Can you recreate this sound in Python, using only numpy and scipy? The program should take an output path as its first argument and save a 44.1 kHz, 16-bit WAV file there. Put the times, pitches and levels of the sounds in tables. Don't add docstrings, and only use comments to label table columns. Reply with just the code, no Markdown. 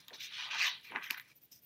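import sys
import numpy as np
from scipy import signal
from scipy.io import wavfile
from scipy.ndimage import uniform_filter1d

SR = 44100
rng = np.random.default_rng(int(sys.argv[2]) if len(sys.argv) > 2 else 0)


def boost_factor(decibels):
    exponent = np.asarray(decibels, float) / 20
    return 10 ** exponent


def wav_out(sig):
    wavfile.write(sys.argv[1], SR, np.round(np.clip(np.atleast_2d(sig).T, -1, 1) * 32767).astype(np.int16))


N = 72765

# time_s, level_db, ring_hz, top_edge_hz, belly_db (extra low-mid body of the sheet)
LIFT = [
    (0, -63.5, 3840, 6500, 5),
    (0.073, -71.5, 3600, 5900, 10),
    (0.084, -56.5, 3600, 5600, 6),
    (0.126, -67.5, 2600, 4960, 24),
    (0.133, -50.5, 3760, 6600, 5),
    (0.155, -51.5, 3940, 6600, 0),
    (0.178, -61.5, 3940, 6200, 6),
    (.199, -52, 3900, 6400, -12),
    (0.205, -46.5, 3630, 7200, -11),
]
RAISE = [
    (.255, -47.5, 3440, 7200, -13.5),
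    (0.297, -54.5, 3300, 5400, -10),
    (.318, -52.5, 3400, 5000, 2),
    (0.335, -46.5, 3240, 6140, -5.5),
    (.37, -45.5, 3220, 4930, -4),
    (0.402, -42, 3150, 5840, 2),
    (0.472, -44.5, 3270, 4800, 8.5),
    (0.498, -51, 2500, 4330, 17),
]
SWEEP = [
    (0.511, -39.5, 2880, 6400, -3),
    (0.543, -39.5, 2860, 6360, 15),
    (0.574, -39.5, 2860, 6700, 4.5),
    (0.612, -34, 2590, 7500, 1.5),
    (.645, -31, 2360, 7500, -2),
    (0.678, -33.5, 3370, 6700, 4),
    (0.702, -41, 3500, 5560, -2.5),
    (.75, -49, 3500, 4900, 3),
]
SETTLE = [(0.818, -64, 3470, 4670, 5), (.84, -62, 3080, 4620, -1), (.847, -55.5, 2750, 5100, 1),
          (.91, -55, 2500, 4050, -3), (0.946, -48.5, 1960, 2900, 14), (0.962, -38, 1790, 2860, 14),
          (1.01, -52.5, 1830, 3100, 9), (1.029, -46, 2260, 3960, 4), (1.093, -51.5, 1800, 3030, -9),
          (1.111, -49, 2310, 6600, 19.5), (1.162, -53, 1700, 5200, 5.5), (1.181, -44.5, 1810, 3520, 6),
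          (1.191, -57, 1880, 3460, 10), (1.211, -55.5, 1860, 3270, -1), (1.239, -67.5, 2170, 6450, 0.5),
          (1.322, -66.5, 2400, 6500, 10), (1.336, -81, 2400, 6080, -6)]
# pitch_hz, level_db
PAPER_COLOUR = [(240, -65), (500, -32.5), (800, -18.5), (1400, -5.5), (2400, -6.5), (5900, -13),
                (8500, -23), (12000, -32)]

# start_s, length_s, level_db, low_scrape_db (relative to the hiss)
RUBS = [(0, 0.016, -67, 14), (0.135, 0.039, -65.5, 9.5), (0.194, 0.046, -58, 2), (0.221, .055, -54, 5.5),
        (0.293, 0.24, -81, 25), (0.541, 0.029, -69.5, 19), (0.578, 0.051, -60.5, 7),
        (0.617, 0.054, -52.5, 6), (0.657, .042, -49.5, 2), (0.826, 0.072, -60, -2),
        (1.022, 0.064, -54.5, 0.5), (1.093, 0.053, -54, 6), (1.172, 0.019, -49.5, -10),
        (1.198, 0.024, -58, -25), (1.274, 0.061, -71, 5.5), (1.351, 0.036, -56.5, -17),
        (1.413, 0.021, -62.5, -10.5), (1.423, 0.04, -57, -18.5), (1.512, 0.042, -56, 3),
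        (1.543, 0.061, -61.5, 1.5), (1.612, 0.055, -59.5, -16.5)]
# pitch_hz, level_db
SKIN_HISS = [(5290, -60), (9000, -43), (11000, -19.5), (11600, -5.5), (12300, -5.5), (13100, 1.5),
             (14100, 1), (14900, 0.5), (16200, -25)]
# pitch_hz, level_db
SKIN_SCRAPE = [(1500, -31), (2400, -16.5), (3900, -19), (4500, -21), (5000, 2), (5740, -3), (7160, -9),
               (10000, -25.5)]

# pitch_hz, level_db
AIR_COLOUR = [(30, -12), (70, -11.5), (150, -3.5), (350, -7), (1200, -22), (2700, -14), (8200, -23.5),
              (16200, -20)]
# pitch_hz, width_hz, boost_db
HUM = [(130, 45, 8), (68.7, 18.7, 3.4)]

# time_s, peak_db, ring_hz, treble_db, push_ms
SNAPS = [(0.0826, -33, 3500, 1.5, 0.76), (.0985, -46, 3560, -30, 2.7), (0.1047, -41, 1770, -37, 3.9),
         (0.204, -37, 2320, -30, 4.7), (0.5103, -31, 2567, -38, 7.3), (0.5466, -21.5, 2600, -25, .3),
         (.605, -18.5, 2630, -46, 4), (.612, -16, 2490, -39, 4.1), (.628, -16, 2660, -35, 3.6),
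         (.844, -46, 2410, -40, 7.2), (0.868, -44, 2420, -40, 2.3), (0.8975, -38.5, 2290, -48.5, 9.5),
         (0.9186, -36, 1630, -49, 2.9), (.92, -37, 2570, -56, 3), (0.9197, -34.5, 900, -15, 1.7),
         (0.936, -38.5, 940, -51, 8), (.9495, -30, 1130, -49, 1.7), (0.9586, -18.5, 1854, -42, 2.64),
         (.9585, -26.5, 2650, -89, 3.7), (0.9592, -28, 1120, -29, 1.7), (.9635, -33.5, 857, -48, 2.3),
         (0.967, -36, 1800, -75, 3.7), (0.9753, -30, 1340, -50, 3), (.98, -37, 1810, -65, 2.1),
         (.985, -41, 1630, -60, 1.8), (1.013, -35, 1490, -50, 3.1), (1.022, -37.5, 2600, -60.5, 7.7),
         (1.0409, -29, 2600, -40, 1.9), (1.066, -32, 1940, -58, 2.3), (1.1029, -20, 1930, -19, 1.37),
         (1.105, -32.5, 3860, 2.5, 1.1), (1.1074, -15, 2530, -1.5, 1.43), (1.1086, -21, 1640, -28, 0.84),
         (1.1295, -33, 2300, -20, 0.86), (1.144, -28, 1650, -19, 1.2), (1.145, -29, 1670, -10, 3.1),
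         (1.1827, -35.5, 2170, -15, 1.2), (1.1973, -29, 1850, -6, 1.35), (1.313, -50, 2310, -11, 8.4)]
# start_s, length_s, level_db, pitch_hz, width_share (of the pitch)
FLAPS = [
    (0.107, 0.025, -54.5, 530, 0.65),
    (0.116, 0.082, -62, 460, 1.4),
    (0.126, 0.038, -60.5, 1030, 0.86),
    (0.524, 0.28, -69.5, 323, 1.6),
    (0.904, 0.06, -57.5, 320, 1.1),
    (0.937, 0.077, -52, 268, 0.89),
    (.916, 0.13, -57.5, 710, 1.2),
    (1.107, .02, -55.5, 272, 0.98),
]
# pitch_hz, width_hz, boost_db
CAVITY = [(1018, 120, 3.5), (1371, 114, -10), (2400, 140, 3), (3150, 200, 0), (3950, 570, 4.5),
          (5050, 460, -3), (5930, 260, 3), (7500, 1110, -10), (8500, 1240, 4.5), (12390, 660, 6.5),
          (12860, 400, -10), (14500, 660, 0.5)]


def evened(x):
    return x / np.sqrt(np.mean(x ** 2) + 1e-20)


def read(points, hz):
    f, value = np.transpose(points)
    return np.interp(np.log(hz + 1), np.log(f + 1), value)


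def add(mix, s, sound):
    part = mix[round(s * SR):][:len(sound)]
    part += sound[:len(part)]


def bumps(peaks, hz):
    return sum(db / (1 + (2 * (hz - f) / width) ** 2) for f, width, db in peaks)


def colour(x, db_of_hz):
    hz = abs(np.fft.fftfreq(4096, 1 / SR))
    log = np.log(boost_factor(np.maximum(db_of_hz(hz), -100)))
    taps = np.fft.ifft(np.exp(log - 1j * signal.hilbert(log).imag)).real[:2048]
    return signal.oaconvolve(x, taps)[:len(x)]


def ring(x, hz, width):
    b, a = signal.iirpeak(hz, hz / width, SR)
    for _ in range(3):
        x = signal.lfilter(b, a, x)
    return x


def grains(per_s, spread_db, clump_db, clump_s):
    chance, extra = rng.random(N), rng.exponential(1, N)
    slip, drift = rng.standard_normal(N), rng.standard_normal(N)
    span = max(int(clump_s * SR), 2)
    clumps = evened(uniform_filter1d(uniform_filter1d(drift, span), span))
    size = boost_factor(spread_db * np.minimum(extra, 3) + clump_db * clumps)
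    return evened((chance < per_s / SR) * slip * size)


def patchy(x, patch_db):
    z = signal.stft(x, SR, nperseg=512, noverlap=384)[2]
    patches = uniform_filter1d(rng.standard_normal(z.shape), size=3, axis=0)
    patches = uniform_filter1d(patches, size=9, axis=1)
    z = z * boost_factor(patch_db * evened(patches))
    return evened(signal.istft(z, SR, nperseg=512, noverlap=384)[1][:N])


def page():
    ring_db, ring_oct, edge_db_per_oct = 8, 0.32, 39.5
    ring_gain_per_db, ring_ref_db = 0.1, -44
    edge_ring_hz, edge_ring_oct, edge_ring_share = 5960, 0.043, 0.36
    belly_hz, belly_oct = 950, 0.68
    s, level_db, ring_hz, edge_hz, belly_db = np.transpose(LIFT + RAISE + SWEEP + SETTLE)

    slips = grains(per_s=15000, spread_db=1.2, clump_db=1.1, clump_s=.004)
    slips = patchy(slips, patch_db=2.5)
    hz, t, z = signal.stft(slips, SR, nperseg=256, noverlap=192)
    f = hz[:, None] + 50

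    depth_db = ring_db + ring_gain_per_db * (ring_ref_db - np.interp(t, s, level_db))
    depth_db = np.clip(depth_db, 1, 14)
    hump = depth_db / (1 + (np.log2(f / np.interp(t, s, ring_hz)) / ring_oct) ** 2)
    edge_ring = edge_ring_share * depth_db / (1 + (np.log2(f / edge_ring_hz) / edge_ring_oct) ** 2)
    edge = -np.clip(edge_db_per_oct * np.log2(f / np.interp(t, s, edge_hz)), 0, 22)
    belly = np.interp(t, s, belly_db) * np.exp(-(np.log2(f / belly_hz) / belly_oct) ** 2)

    smooth = boost_factor(read(PAPER_COLOUR, hz)[:, None] + hump + edge_ring + edge + belly)
    smooth[:2] = 0
    shape = smooth / np.sqrt((smooth[8:41] ** 2).sum(0) / len(hz))
    x = signal.istft(z * shape, SR, nperseg=256, noverlap=192)[1][:N]
    steady = np.sqrt(uniform_filter1d(uniform_filter1d(x ** 2, size=900), size=900) + 1e-9)
    return x / steady * boost_factor(np.interp(np.arange(N) / SR, s, level_db, right=-120))


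def fingers():
    rise_share, fall_share, fade_db = 0.24, 0.36, -14
    slips = grains(per_s=9600, spread_db=1.5, clump_db=1.1, clump_s=0.0043)
    slips = patchy(slips, patch_db=3.5)
    hiss = evened(colour(slips, lambda f: read(SKIN_HISS, f)))
    scrape = evened(colour(slips, lambda f: read(SKIN_SCRAPE, f)))
    out = np.zeros(N)
    for s, length, db, low_db in RUBS:
        u = np.arange(0, 1, 1 / (length * 1.24 * SR))
        ramp = np.clip(np.minimum(u / rise_share, (1 - u) / fall_share), 0, 1)
        shape = np.sin(np.pi / 2 * ramp) ** 2 * boost_factor(fade_db * u)
        at = np.minimum(round(s * SR) + np.arange(len(u)), N - 1)
        add(out, s, boost_factor(db) * shape * (hiss[at] + boost_factor(low_db) * scrape[at]))
    return out


def room_hiss():
    noise = rng.standard_normal(N)
    return boost_factor(-73.5) * evened(colour(noise, lambda f: read(AIR_COLOUR, f) + bumps(HUM, f)))


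def whine():
    count, start_s, per_s, burst_s = 50, .0105, 30, .009
    pitch_hz, level_db, spread_db, jitter_s = 11050, -69, 3.5, 0.00031
    out, t = np.zeros(N), np.arange(0, burst_s, 1 / SR)
    burst = np.sin(np.pi * t / burst_s) * np.sin(2 * np.pi * pitch_hz * t)
    for k, (louder, later) in enumerate(rng.standard_normal((count, 2))):
        add(out, start_s + k / per_s + jitter_s * later, boost_factor(level_db + spread_db * louder) * burst)
    return out


def snaps():
    width_share, upper_ratio, upper_width_share, upper_db = .9, 1.9, 0.46, -7
    tail_s, tail_db = 0.029, -22
    out, t = np.zeros(N), np.arange(3000) / SR
    fizz = rng.standard_normal((len(SNAPS), len(t)))
    for (s, db, hz, treble_db, push_ms), n in zip(SNAPS, fizz):
        push = np.sin(np.pi * np.clip(t * 1000 / max(push_ms, .06), 0, 1)) ** 2
        tail = boost_factor(tail_db - 60 * t / tail_s) * n * np.minimum(t * 1000, 1)
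        body = ring(push * (np.sin(2 * np.pi * hz * t) + .5 * n) + tail, hz, width_share * hz)
        upper = ring(push * n + tail, hz * upper_ratio, upper_width_share * hz)
        tick = evened(colour(push * n, lambda f: read(SKIN_HISS, f)))
        tick = tick + evened(colour(push * n, lambda f: read(SKIN_SCRAPE, f)))
        upper_gain = boost_factor(upper_db + 0.25 * treble_db)
        snap = body / abs(body).max() + upper_gain * upper / abs(upper).max()
        snap = snap + boost_factor(treble_db) * tick / abs(tick).max()
        add(out, s, boost_factor(db - 5.5) * snap)
    return out


def flaps():
    out, noise = np.zeros(N), rng.standard_normal((len(FLAPS), 16000))
    for (s, length, db, hz, share), n in zip(FLAPS, noise):
        u = np.arange(n.size) / SR / length
        shape = np.minimum(u / .12, 1) * np.exp(-2.5 * u * u)
        puff = ring(n, hz, share * hz) * shape
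        add(out, s, boost_factor(db) * puff * np.linalg.norm(shape) / np.linalg.norm(puff))
    return out


def room(x):
    t60_s = .09
    taps = np.zeros(8000)
    at = np.arange(60, 7960, 20)
    taps[at + rng.integers(0, 20, len(at))] = rng.choice([-1., 1.], len(at))
    taps *= boost_factor(-60 * np.arange(8000) / SR / t60_s)
    return signal.oaconvolve(x, taps / np.linalg.norm(taps))[:N]


def loudness_db(x):
    return 10 * np.log10(abs(uniform_filter1d(x ** 2, size=900)) + 1e-12)


def suppressed(air, tone, book, paper):
    open_db, span_db, hiss_lift_db, rumble_lift_db = -77.5, 18.5, 4.5, 6.5
    whine_shut_db, split_hz = -85, 487
    rumble = signal.sosfiltfilt(signal.butter(2, split_hz, fs=SR, output="sos"), air)
    opened = np.clip((loudness_db(book) - open_db) / span_db, 0, 1)
    heard = np.clip((loudness_db(paper) - whine_shut_db) / 10, .15, 1)
    low = boost_factor(rumble_lift_db * (opened - .5)) * rumble
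    high = boost_factor(hiss_lift_db * opened) * (air - rumble)
    return low + high + heard * tone


def scene():
    paper = page()
    book = paper + fingers() + snaps() + flaps()
    book = colour(book + boost_factor(-12) * room(book), lambda f: bumps(CAVITY, f))
    return (book + suppressed(room_hiss(), whine(), book, paper))[None]


def roll_off(x):
    return signal.sosfilt(signal.butter(12, 16480, fs=SR, output="sos"), x)


def record(dry):
    low_cut_hz, top_hz = 58, 15850
    band_limit = signal.firwin(511, top_hz, window=("kaiser", 9), fs=SR)
    mix = signal.oaconvolve(dry, band_limit[None], "same")
    mix = signal.sosfilt(signal.butter(2, low_cut_hz, "high", fs=SR, output="sos"), mix)
    return roll_off(mix)


dry = scene()
out = record(dry)
wav_out(out)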